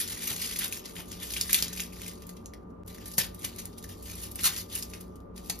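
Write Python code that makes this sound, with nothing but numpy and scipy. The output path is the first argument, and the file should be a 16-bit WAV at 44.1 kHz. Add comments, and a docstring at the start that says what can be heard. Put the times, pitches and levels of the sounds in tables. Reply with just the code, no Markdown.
"""Dry garlic skins are rubbed, torn and snapped by hand over a steel kitchen sink, close to a two-port microphone.
From the start an appliance hums as tones and noise in the room's low resonances, under a rustle of shaped crackle.
Snaps are short noise bursts, tears swells of dense crackle; damped sines make the pops and the bulb's dull knocks.
The sink and kitchen answer with decaying noise tails. Near the middle a soft low bump rings, then the level dips
for an instant; rubbing, snaps, tears, pops and knocks go on to the end."""
import sys
import numpy as np
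from scipy import signal
from scipy.fft import rfft, irfft, next_fast_len
from scipy.io import wavfile
from scipy.ndimage import uniform_filter1d, map_coordinates

SR = 44100
rng = np.random.default_rng(int(sys.argv[2]) if len(sys.argv) > 2 else 0)


def unload_audio(sound):
    """Save the sound as a 16-bit wav file, at the path given as the first command line argument."""
    columns = np.transpose(np.atleast_2d(sound))
    # keep every value between -1 and 1, then stretch to whole-number steps
    steps = np.round(np.clip(columns, -1, 1) * 32767)
    wavfile.write(sys.argv[1], SR, steps.astype(np.int16))


N = 246959

# Source levels are those ahead of the skin colour, the room and the ports.
# room rumble, common to both ports and opposed: each (frequency [Hz], relative level [dB])
RUMBLE_COMMON = [(15, -32.5), (25, -3.5), (98, -3.5), (146, -14.5), (181, -9.5), (286, -7.5), (344, -10),
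                 (438, -8.5), (475, -15), (588, -15.5), (655, -21), (1000, -21.5), (1300, -24.5),
                 (1580, -35.5), (15000, -83.5)]
RUMBLE_OPPOSED = [(15, -67.5), (25, -29), (146, -9.5), (176, -2), (207, -19.5), (271, -2), (438, -11),
                  (501, -8.5), (588, -2), (637, -15.5), (1210, -13), (1720, -33), (15000, -72)]
# room resonances: (frequency [Hz], width [Hz], common level [dB], opposed level [dB])
ROOM_MODES = [(59.5, 8.2, -53, -75), (94.9, 4, -57.5, -84), (180.6, 26, -57, -73.5), (229, 16, -58, -85.5),
              (296, 22, -64.5, -68.5), (365.6, 6.3, -62, -71), (450, 44, -65, -67.5)]
# slow level change of the two lowest resonances: (time [s], lowest [dB], second lowest [dB])
LOWEST_MODES = [(0, -8, 4.5), (.8, -8, -3.5), (1.4, 6.5, 0), (2.1, -4.5, -1), (3.0, -1, 3.5), (4.8, 0.5, 5),
                (5.6, 1.5, -4)]
# appliance tones: (frequency [Hz], common level [dB], opposed level [dB])
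MOTOR_TONES = [(179.5, -51, -75.5), (571, -76, -60), (1190.4, -63.5, -77)]
# how the fingers rub: (time [s], level [dB], brightness [dB])
RUBBING = [(0, -43.5, -2), (.5, -37.5, 1.5), (.68, -52, 0), (.77, -41, 4), (.835, -57, -3),
           (.88, -51, -3.5), (.935, -51.5, 1), (1.0, -63, 11), (1.07, -57, 3.5), (1.13, -44, -1),
           (1.18, -51.5, -4), (1.3, -40.5, 2.5), (1.5, -42, 1), (1.72, -43.5, -3), (1.82, -42, 3.5),
           (1.9, -55.5, -1.5), (2.0, -47, -2.5), (2.25, -59.5, -2.5), (2.45, -72, -2), (2.82, -88.5, 3),
           (2.89, -54, 0.5), (3.02, -48.5, -2.5), (3.15, -57.5, 4.5), (3.33, -61, 0.5), (3.55, -51.5, -2),
           (3.72, -67, 0), (4.01, -59.5, 1), (4.035, -46.5, 1.5), (4.27, -44.5, 0.5), (4.33, -67, 1),
           (4.55, -39.5, -2.5), (4.68, -72, 4), (5.0, -62.5, -0.5), (5.1, -68.5, -2), (5.33, -88, 1),
           (5.38, -61, 0), (5.6, -57, 3)]
# snaps of skin: (time [s], level [dB], brightness [dB], run-on of the tear [dB])
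SKIN_SNAPS = [(.004, -24, -7, -5), (0.013, -23, -8, -22), (.0767, -29, -2, -4), (.172, -39, -11, -13),
              (0.225, -31, 0, -2), (.2783, -29.5, -2, -2), (.314, -31, -12, -6), (0.4183, -27, 2, -6.5),
              (0.5598, -24, -4, -2.5), (0.5885, -17, 12, -4), (0.62, -30, -2.5, -13.5),
              (0.643, -21, 7, -15), (0.6565, -24, 9, -27), (0.6793, -25.5, 11, -10),
              (0.724, -26, 2.5, -0.5), (0.7675, -28, -21, -13), (0.8554, -28, -8, -4), (0.8938, -36, 4, -9),
              (.955, -34, -20, -3.5), (.965, -26.5, -15, -7), (1.084, -39, 6, -5),
              (1.117, -25.5, -2.2, -9.5), (1.2318, -30, 5, -3), (1.304, -26, -4, -7),
              (1.3364, -21.5, -6.5, -6.5), (1.3654, -22.5, -13, -1.5), (1.4115, -8.5, 0.5, -13),
              (1.494, -20.5, -21, -2.5), (1.507, -20, -1, -5), (1.5296, -7, 0.5, -9.5),
              (1.544, -6.5, -3.5, -7), (1.5853, -22, -5, -1.5), (1.624, -9.5, -1.5, -12.5),
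              (1.6816, -27, -2, -9), (1.731, -23, -2.5, -9.5), (1.775, -31, -3, -11.5),
              (1.7971, -20.5, -14, -15), (1.803, -18.5, -5.5, -9), (1.931, -42, -2, -0.5),
              (2.017, -27.5, 3, -14), (2.064, -33, 5, -20), (2.0797, -27.5, -0.5, -5.5),
              (2.134, -32, 12, -30), (2.221, -35.5, -4, -9), (2.268, -29.5, 11, -15),
              (2.292, -30.5, -1.5, -8), (2.368, -42.5, -7, -3.5), (2.4582, -32, -4, -12.5),
              (2.536, -38.5, -5.5, -5), (2.704, -59.5, -0.5, -12), (2.8627, -45.5, 9.5, -17),
              (2.8777, -33.5, 3, -4.5), (2.946, -37.5, 2, -12), (2.982, -40, -9, -12.5),
              (3.057, -33, 3, -1.5), (3.08, -24.5, 33, -11), (3.115, -30.5, 0, -8), (3.138, -33, -1, -4.5),
              (3.153, -38, 6, -16), (3.1803, -12.5, 4, 0.5), (3.1863, -16, -6, -6.5), (3.204, -25, 2, -8),
              (3.243, -24.5, -8, -11), (3.346, -30, 9, -12.5), (3.392, -34.5, 21, -6),
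              (3.4452, -19, 4.5, -1.5), (3.562, -30, 18, -21), (3.586, -30, -3, 0.5),
              (3.6548, -22, 9.5, -15), (3.7297, -45.5, -9, -3.5), (3.781, -34, 1, -3), (3.826, -35, -1, -8),
              (3.84, -35.5, -1, 0), (3.89, -38, 5, -13), (4.0263, -31.5, 9, -10), (4.084, -41, 0, -4.5),
              (4.0986, -36, -2, -3.5), (4.154, -31, 12, -6), (4.1984, -39, 2, -8.5), (4.314, -25.5, 29, -7),
              (4.3564, -19.5, 26, -11), (4.3894, -33, -17, 6.5), (4.4348, -20, 1, -5),
              (4.451, -15, 2, -5.5), (4.4623, -16.5, -8, -11), (4.474, -20, -5, -5.5),
              (4.563, -26, -5.5, -2.5), (4.714, -42, 0, -12), (4.726, -32, 0, 0), (4.7522, -14, 17, -8),
              (4.787, -26, 9, -3), (4.8245, -25.5, 1.5, -1), (4.831, -35, 7, -11), (4.8992, -35.5, 6, -5),
              (4.935, -33.5, -10, 0.5), (5.006, -44, 11, 7), (5.157, -46.5, 1, -5), (5.203, -51, -3, -12),
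              (5.3614, -39, -3.5, -5), (5.378, -30, -0.5, -7.5), (5.4973, -22, -4, 3), (5.59, -28, 12, -18)]
# longer tears that swell: (time of the crest [s], crest level [dB], rise [s], fall [s], body [dB])
LONG_TEARS = [(0.008, -29, 0.058, 0.03, 4), (0.126, -35, 0.058, 0.013, 5), (0.23, -36.5, 0.021, 0.031, 5),
              (.295, -31.5, 0.036, 0.054, 5.5), (.44, -33.5, 0.044, 0.037, 5),
              (.52, -37.5, 0.024, 0.027, 7), (0.641, -33.5, 0.035, 0.023, 12),
              (0.991, -45.5, 0.02, 0.036, 16), (1.23, -41, 0.026, 0.023, 10),
              (1.37, -36, 0.008, 0.012, 11.5), (1.55, -32, 0.036, 0.064, 3.5),
              (1.803, -36, 0.0088, 0.012, -11), (2.09, -51.5, 0.1, 0.025, -1.5),
              (3.201, -34.5, 0.0068, 0.043, 12.5), (3.44, -40.5, 0.028, 0.042, 4),
              (3.6, -42.5, 0.011, 0.038, -2.5), (3.901, -46.5, 0.011, 0.04, 7.5),
              (4.23, -41, 0.029, 0.04, -1.5), (4.442, -33, 0.042, 0.02, 2), (4.464, -20.5, 0.015, 0.02, 2),
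              (4.58, -38, 0.013, 0.048, 1), (4.765, -37.5, 0.056, 0.041, 1.5),
              (4.95, -50, 0.016, 0.029, 9.5), (5.47, -48.5, 0.035, 0.013, 0)]
# colour of the dry skin: (frequency [Hz], gain [dB])
SKIN_COLOUR = [(600, -23), (900, -17), (1450, -11), (1620, -11), (1800, -7.5), (2050, -5), (2300, -6.5),
               (2900, -3.5), (3700, -1.5), (4700, -2), (6500, 1), (9000, 4.5), (12000, 0.5), (15500, -2)]
# pitched pops of a stiff flake buckling: (time [s], level before POP_DB [dB], pitch [Hz])
FLAKE_POPS = [(0.171, -33, 2070), (0.2234, -32, 2190), (0.5596, -27, 2130), (0.617, -25.5, 1840),
              (0.7253, -24.5, 2560), (1.2171, -40, 2320), (1.2281, -38, 2300), (1.3639, -22.5, 2380),
              (1.4937, -33, 1850), (1.5299, -19.5, 2460), (1.5445, -17, 2720), (1.729, -36, 1850),
              (1.7744, -33, 2380), (1.7953, -31.5, 2260), (1.8207, -32, 2720), (1.8454, -46, 2290),
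              (1.8801, -46, 2280), (1.9228, -42, 2540), (1.932, -40, 2300), (1.9669, -42, 2260),
              (1.9952, -42, 1896), (2.0168, -37, 2350), (2.0627, -34.5, 2340), (2.3654, -53, 2290),
              (2.5356, -38, 1960), (2.9837, -39.5, 1920), (3.1817, -22.5, 2000), (3.1914, -21.5, 1930),
              (3.205, -27, 1790), (3.446, -27.5, 2880), (3.844, -37, 1770), (3.895, -52, 1740),
              (3.915, -50, 1770), (4.08, -43.5, 1730), (4.0976, -35, 2440), (4.392, -36.5, 1850),
              (4.7134, -42, 2680), (4.7635, -27, 2800)]
# dull knocks of the bulb against the fingers:
# (time [s], level [dB], brightness [dB per octave about 330 Hz], decay constant of the patter [s])
BULB_KNOCKS = [(0.309, -41, 14, 0.018), (0.62, -38.5, 3.5, .01), (0.987, -40, 10.5, 0.017),
               (1.625, -28.5, -3.5, 0.0037), (1.881, -42, -0.5, .002), (3.1816, -24.5, 4, 0.0026),
               (3.187, -29, -1, .005), (3.442, -37, 5.5, 0.0037), (4.456, -37.5, 7, .018),
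               (5.498, -32, 4.5, 0.0017)]
# modes of the bulb: (frequency before detuning [Hz], width [Hz], level before brightness [dB])
BULB_MODES = [(120, 290, -20), (386, 1170, 21.5), (870, 780, 7.5), (1250, 770, -6)]
# one soft low bump: (time [s], level before a 6 dB lift [dB], pitch [Hz], t60 [s])
LOW_BUMP = (2.717, -39, 275, 0.06)
# decay of the sink and kitchen: (frequency [Hz], t60 [s])
KITCHEN_DECAY = [(500, 0.38), (2000, 0.23), (5000, 0.21), (10000, 0.12), (16000, 0.23)]
# resonances of the steel basin: (frequency [Hz], width [Hz], level [dB])
BASIN_MODES = [(1760, 25, -5.5), (2380, 60, -10), (2840, 46, -12), (4664, 110, -5), (5480, 41, -19)]
# how the two ports differ: (frequency [Hz], phase lead of the right [rad], likeness [0-1], left over right [dB])
PORT_PAIR = [(500, -.8, .4, 1.5), (1300, -.3, .4, 1), (2000, -.25, .92, 1), (3300, -1.2, .6, 3.5),
             (4800, -.6, .55, 5), (6000, .9, .65, 2), (7000, 1.9, .72, 1), (7750, 3.12, .99, 0),
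             (8900, 3.16, .99, 0), (10000, 4.6, .75, 0), (11100, 6.26, .99, 0), (12800, 6.3, .99, 0),
             (13800, 7.8, .55, -1), (14700, 9.41, .99, 0), (16500, 9.43, .99, 0)]
# brief drop in level: (time [s], time to come back [s], depth [dB])
LEVEL_DIP = (2.835, .011, -22)

LEANS_HZ = 120  # lower resonances are louder on the right, higher ones on the left
WAVER_DB, WAVER_RATE = 1.2, 3  # wavering of the resonances: depth [dB], speed [knots per second]
RUB_BODY_DB, RUB_TREBLE_DB = 3.5, -2  # mean colour of the rustle [dB]
DRIFT_DB = 1.2  # how far the colour of the rustle drifts [dB]
SETTLE_DB, SETTLE_S = -17.5, 0.14  # a snapped flake rustles on: level under its tear [dB], t60 [s]
# it creaks before it gives: level under its tear [dB], time to grow 60 dB [s], loudest tear that counts [dB]
STRAIN_DB, STRAIN_S, STRAIN_TOP_DB = -15, 0.034, -25
POP_T60, POP_DB = 0.009, 1.5  # pops: ring time [s], gain [dB]
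DETUNE = .08  # the bulb's modes shift with the grip [share of the pitch]
TOP_HZ = 15850  # band limit [Hz]


def amp(db):
    """Decibels to gain."""
    return 10 ** (np.asarray(db) / 20)


def unit(x):
    """Scaled to rms 1."""
    return x / np.sqrt(np.mean(x ** 2) + 1e-20)


def along(points, hz, order=1):
    """One column of a (frequency [Hz], ..) table, read on a log axis."""
    cols = np.transpose(points)
    return np.interp(np.log(hz + 1), np.log(cols[0] + 1), cols[order])


def curves(rows):
    """One value per sample for each column after the time."""
    s, *cols = np.transpose(rows)
    return [np.interp(np.arange(N) / SR, s, c) for c in cols]


def wobble(rate):
    """A smooth random curve, rate knots a second."""
    knots = rng.standard_normal(int(N * rate / SR) + 4)
    return map_coordinates(knots, [np.arange(N) * rate / SR])


def filtered(x, response):
    """x through a complex response of frequency."""
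    m = next_fast_len(N + SR // 2)
    return irfft(rfft(x, m) * response(np.fft.rfftfreq(m, 1 / SR)), m)[..., :N]


def fading(x, t60):
    """Every sample leaves an exponential tail."""
    return signal.lfilter([1], [1, -amp(-60 / (t60 * SR))], x)


def tilted(pair, body_db, treble_db):
    """Separate gains under 3.5 kHz and over 7.5 kHz."""
    low = filtered(pair, lambda hz: 1 / (1 + (hz / 3500) ** 4))
    high = filtered(pair, lambda hz: 1 / (1 + (7500 / (hz + 1)) ** 6))
    return pair + (amp(body_db) - 1) * low + (amp(treble_db) - 1) * high


def hum():
    """Broad rumble, wavering noise in each room resonance, and appliance tones that waver in level and phase."""
    noise = rng.standard_normal((2, N))
    broad = filtered(noise, lambda hz: amp([along(RUMBLE_COMMON, hz), along(RUMBLE_OPPOSED, hz)]))
    common_opposed = np.array([amp(-50.5) * unit(broad[0]), amp(-54) * unit(broad[1])])

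    slow_db = curves(LOWEST_MODES) + [0] * (len(ROOM_MODES) - 2)
    for level_db, (centre, width, common_db, opposed_db) in zip(slow_db, ROOM_MODES):
        noise = rng.standard_normal(N)
        tone = unit(filtered(noise, lambda hz: 1 / (1 + (2 * (hz - centre) / width) ** 2)))
        # the drive is steady, so slow swings of the noise are evened out
        power = np.abs(uniform_filter1d(tone ** 2, size=SR // 4))
        tone = unit(tone / np.sqrt(power + .1))
        swell_db = level_db + WAVER_DB * wobble(WAVER_RATE)
        lean = [[1], [np.sign(centre - LEANS_HZ)]]
        common_opposed += amp([[common_db], [opposed_db]]) * lean * amp(swell_db) * tone

    for hz, common_db, opposed_db in MOTOR_TONES:
        waver = amp(0.96 * wobble(9.3) + 1.5 * wobble(1.2))
        phase = 2 * np.pi * hz * np.arange(N) / SR + 0.68 * wobble(4.0) + 0.6 * wobble(25)
        common_opposed += amp([[common_db], [opposed_db]]) * waver * np.sin(phase)

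    common, opposed = common_opposed
    return np.array([common + opposed, common - opposed])


def crackle(density, spike_db, patchy_db):
    """Clumps of tiny cracks over a scrape of skin on skin; one draw for what the ports share, one for what differs."""
    clump = amp(1.3 * wobble(45) + 3 * wobble(220))
    struck = rng.random(N) < density / SR * clump  # density: cracks a second where clump is 1
    cracks = struck * amp(spike_db * np.minimum(rng.exponential(size=N), 3))
    grain = unit(np.sqrt(fading(cracks ** 2, 0.004))) + 1.4 * clump
    z = signal.stft(unit(grain) * rng.standard_normal((2, N)), nperseg=256)[2]
    # each crinkle favours its own band, about 700 Hz wide, for some 30 ms
    field = uniform_filter1d(rng.standard_normal(z.shape[1:]), size=4, axis=0)
    field = uniform_filter1d(field, size=10, axis=1)
    return unit(signal.istft(z * amp(patchy_db * unit(field)), nperseg=256)[1][:, :N])


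def rubbing():
    """Fingers keep the skins rustling; the rustle swells into each snap and settles after it as its colour drifts."""
    level_db, bright_db = curves(RUBBING)
    s, db, _, run_db = np.transpose(SKIN_SNAPS)
    stirred = np.bincount(np.round(s * SR).astype(int), amp(db + run_db), minlength=N)[:N]
    settle = amp(SETTLE_DB) * fading(stirred, SETTLE_S)
    # a tail run backwards in time grows towards the snap
    strained = np.minimum(stirred, amp(STRAIN_TOP_DB))
    creak = amp(STRAIN_DB) * fading(strained[::-1], STRAIN_S)[::-1]
    skin = crackle(density=700, spike_db=3.5, patchy_db=2.6)
    body_db = RUB_BODY_DB - bright_db + DRIFT_DB * wobble(30)
    treble_db = RUB_TREBLE_DB + bright_db + DRIFT_DB * wobble(30)
    return (amp(level_db) + settle + creak) * tilted(skin, body_db, treble_db)


def snaps():
    """A sharp break, then the tear runs on as a dying burst; each has its own colour."""
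    t = np.arange(SR // 16) / SR
    hz = np.fft.rfftfreq(len(t), 1 / SR)
    skin = np.zeros((2, N + len(t)))
    for s, db, bright_db, run_db in SKIN_SNAPS:
        draw = rng.standard_normal((3, len(t)))
        crack = amp(-3.0) * np.exp(-((t - .0011) / 0.00042) ** 2)
        # the run-on is ragged from sample to sample
        run_on = amp(run_db - 60 * t / 0.037 + 4.66 * draw[2]) * np.minimum(t / 0.005, 1)
        colour_db = [-7.5 - bright_db, -2.0 - bright_db, -5.0 - bright_db, 0, 0, -1.0 + bright_db]
        colour = np.interp(hz, [1100, 1700, 2510, 4490, 6400, 9000], colour_db)
        colour += 3 * np.interp(hz, np.arange(24) * 750, draw[2, -24:])  # each flake has its own bumps
        noise = unit(irfft(rfft(draw[:2]) * amp(colour), len(t)))
        skin[:, round(s * SR):][:, :len(t)] += amp(db) * (crack + run_on) * noise
    return skin[:, :N]


def tears():
    """Dense crackle that swells as a sheet is pulled and thins as it comes off."""
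    t = np.arange(N) / SR
    level, weighted_body = np.zeros(N), np.zeros(N)
    for s, db, rise, fall, body_db in LONG_TEARS:
        swell = amp(db) * np.exp(-((t - s) / np.where(t < s, rise, fall)) ** 2)
        level += swell
        weighted_body += swell * body_db
    skin = crackle(density=2200, spike_db=8.0, patchy_db=3.0)
    return level * tilted(skin, weighted_body / (level + 1e-9), wobble(27))


def pops():
    """A stiff flake buckles: each pop is one short damped ring."""
    out, t = np.zeros(N + SR), np.arange(SR // 20) / SR
    for s, db, hz in FLAKE_POPS:
        envelope = amp(db + POP_DB - 60 * t / POP_T60) * (1 - np.exp(-t / 0.00035))
        out[round(s * SR):][:len(t)] += envelope * np.sin(2 * np.pi * hz * t)
    return out[:N]


def knocks():
    """Each soft blow, a patter of small contacts, rings the bulb's damped modes; bright ones favour the upper modes."""
    out, t = np.zeros(N + SR), np.arange(SR // 16) / SR
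    for s, db, bright_db, spread in BULB_KNOCKS:
        force = np.abs(rng.standard_normal(len(t))) ** 3
        direction = np.sign(np.cos(900 * t + rng.standard_normal(len(t))))
        patter = force * direction * np.exp(-t / spread)
        ring = np.zeros(len(t))
        for hz, width, mode_db in BULB_MODES:
            level = amp(mode_db + bright_db * np.log2(hz / 330) - 60 * t / 0.2)
            envelope = level * (1 - np.exp(-t / 0.0011)) * np.exp(-np.pi * width * t)
            pitch = hz * (1 + DETUNE * rng.standard_normal())
            ring += envelope * np.sin(2 * np.pi * pitch * t)
        blow = signal.fftconvolve(patter / np.linalg.norm(patter), ring)[:len(t)]
        out[round(s * SR):][:len(t)] += amp(db) * blow
    return out[:N]


def bump():
    """A muffled low ring that swells over a few cycles and dies away."""
    s, db, hz, t60 = LOW_BUMP
    t = np.maximum(np.arange(N) / SR - s, 0)
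    return amp(db + 6 - 60 * t / t60) * (1 - np.exp(-t / 0.005)) * np.sin(2 * np.pi * hz * t)


def kitchen(pair):
    """Sink and walls answer, each frequency dying at its own speed; a fresh tail every third of a second."""
    out, step = np.zeros((2, N + SR)), SR // 3
    for start in range(0, N, step):
        hz, t, z = signal.stft(rng.standard_normal((2, SR // 2)), SR, nperseg=128)
        decay = amp(-60 * t / along(KITCHEN_DECAY, hz)[:, None])
        tail = signal.istft(z * decay, SR, nperseg=128)[1]
        wet = signal.fftconvolve(pair[:, start:start + step], tail / np.linalg.norm(tail[0]), axes=1)
        out[:, start + 60:][:, :wet.shape[1]] += wet  # the answer comes 60 samples late
    return out[:, :N]


def basin(f):
    """Response of the open path plus what the steel basin's resonances add."""
    return 1 + sum(amp(db) * 1j * f * w / (c * c - f * f + 1j * f * w) for c, w, db in BASIN_MODES)


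def ports(pair):
    """The basin colours the sound; the two ports differ in level, phase and likeness at each frequency."""
    def mix(hz):
        # the angle sets how alike the two ports are
        turn = np.arccos(np.clip(along(PORT_PAIR, hz, order=2), 0, 1)) / 2
        return np.array([np.cos(turn), np.sin(turn)])

    def half(hz):
        # each port takes half of the level and phase difference
        return amp(along(PORT_PAIR, hz, order=3) / 2) * np.exp(-.5j * along(PORT_PAIR, hz))

    shared, unlike = filtered(pair, lambda hz: basin(hz) * mix(hz))
    left_right = np.array([shared + unlike, shared - unlike])
    return filtered(left_right, lambda hz: np.array([half(hz), 1 / half(hz)]))


def scene():
    """Skins and bulb, direct and through the kitchen, reach the ports over the hum and the bump."""
    skin = filtered(snaps() + rubbing() + tears(), lambda hz: amp(along(SKIN_COLOUR, hz)))
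    # rows: what the ports share, what differs
    hands = skin + knocks() * [[1], [.5]] + pops() * [[1], [.3]]
    return ports(hands + amp(-5.5) * kitchen(hands)) + hum() + bump()


def record(dry):
    """The level drops at once and soon recovers; the deepest bass is cut and little is kept above the band limit."""
    (s, back, db), t = LEVEL_DIP, np.arange(N) / SR
    # full depth for half the return time, then back up
    dip = amp(db * (t > s) * np.clip(1.5 - (t - s) / back, 0, 1))
    edges_hz = [20, 36, TOP_HZ - 150, TOP_HZ + 200, 16700, 16850]
    return filtered(dry * dip, lambda hz: amp(np.interp(hz, edges_hz, [-10, 0, 0, -28, -36, -110])))


dry = scene()
out = record(dry)
unload_audio(out)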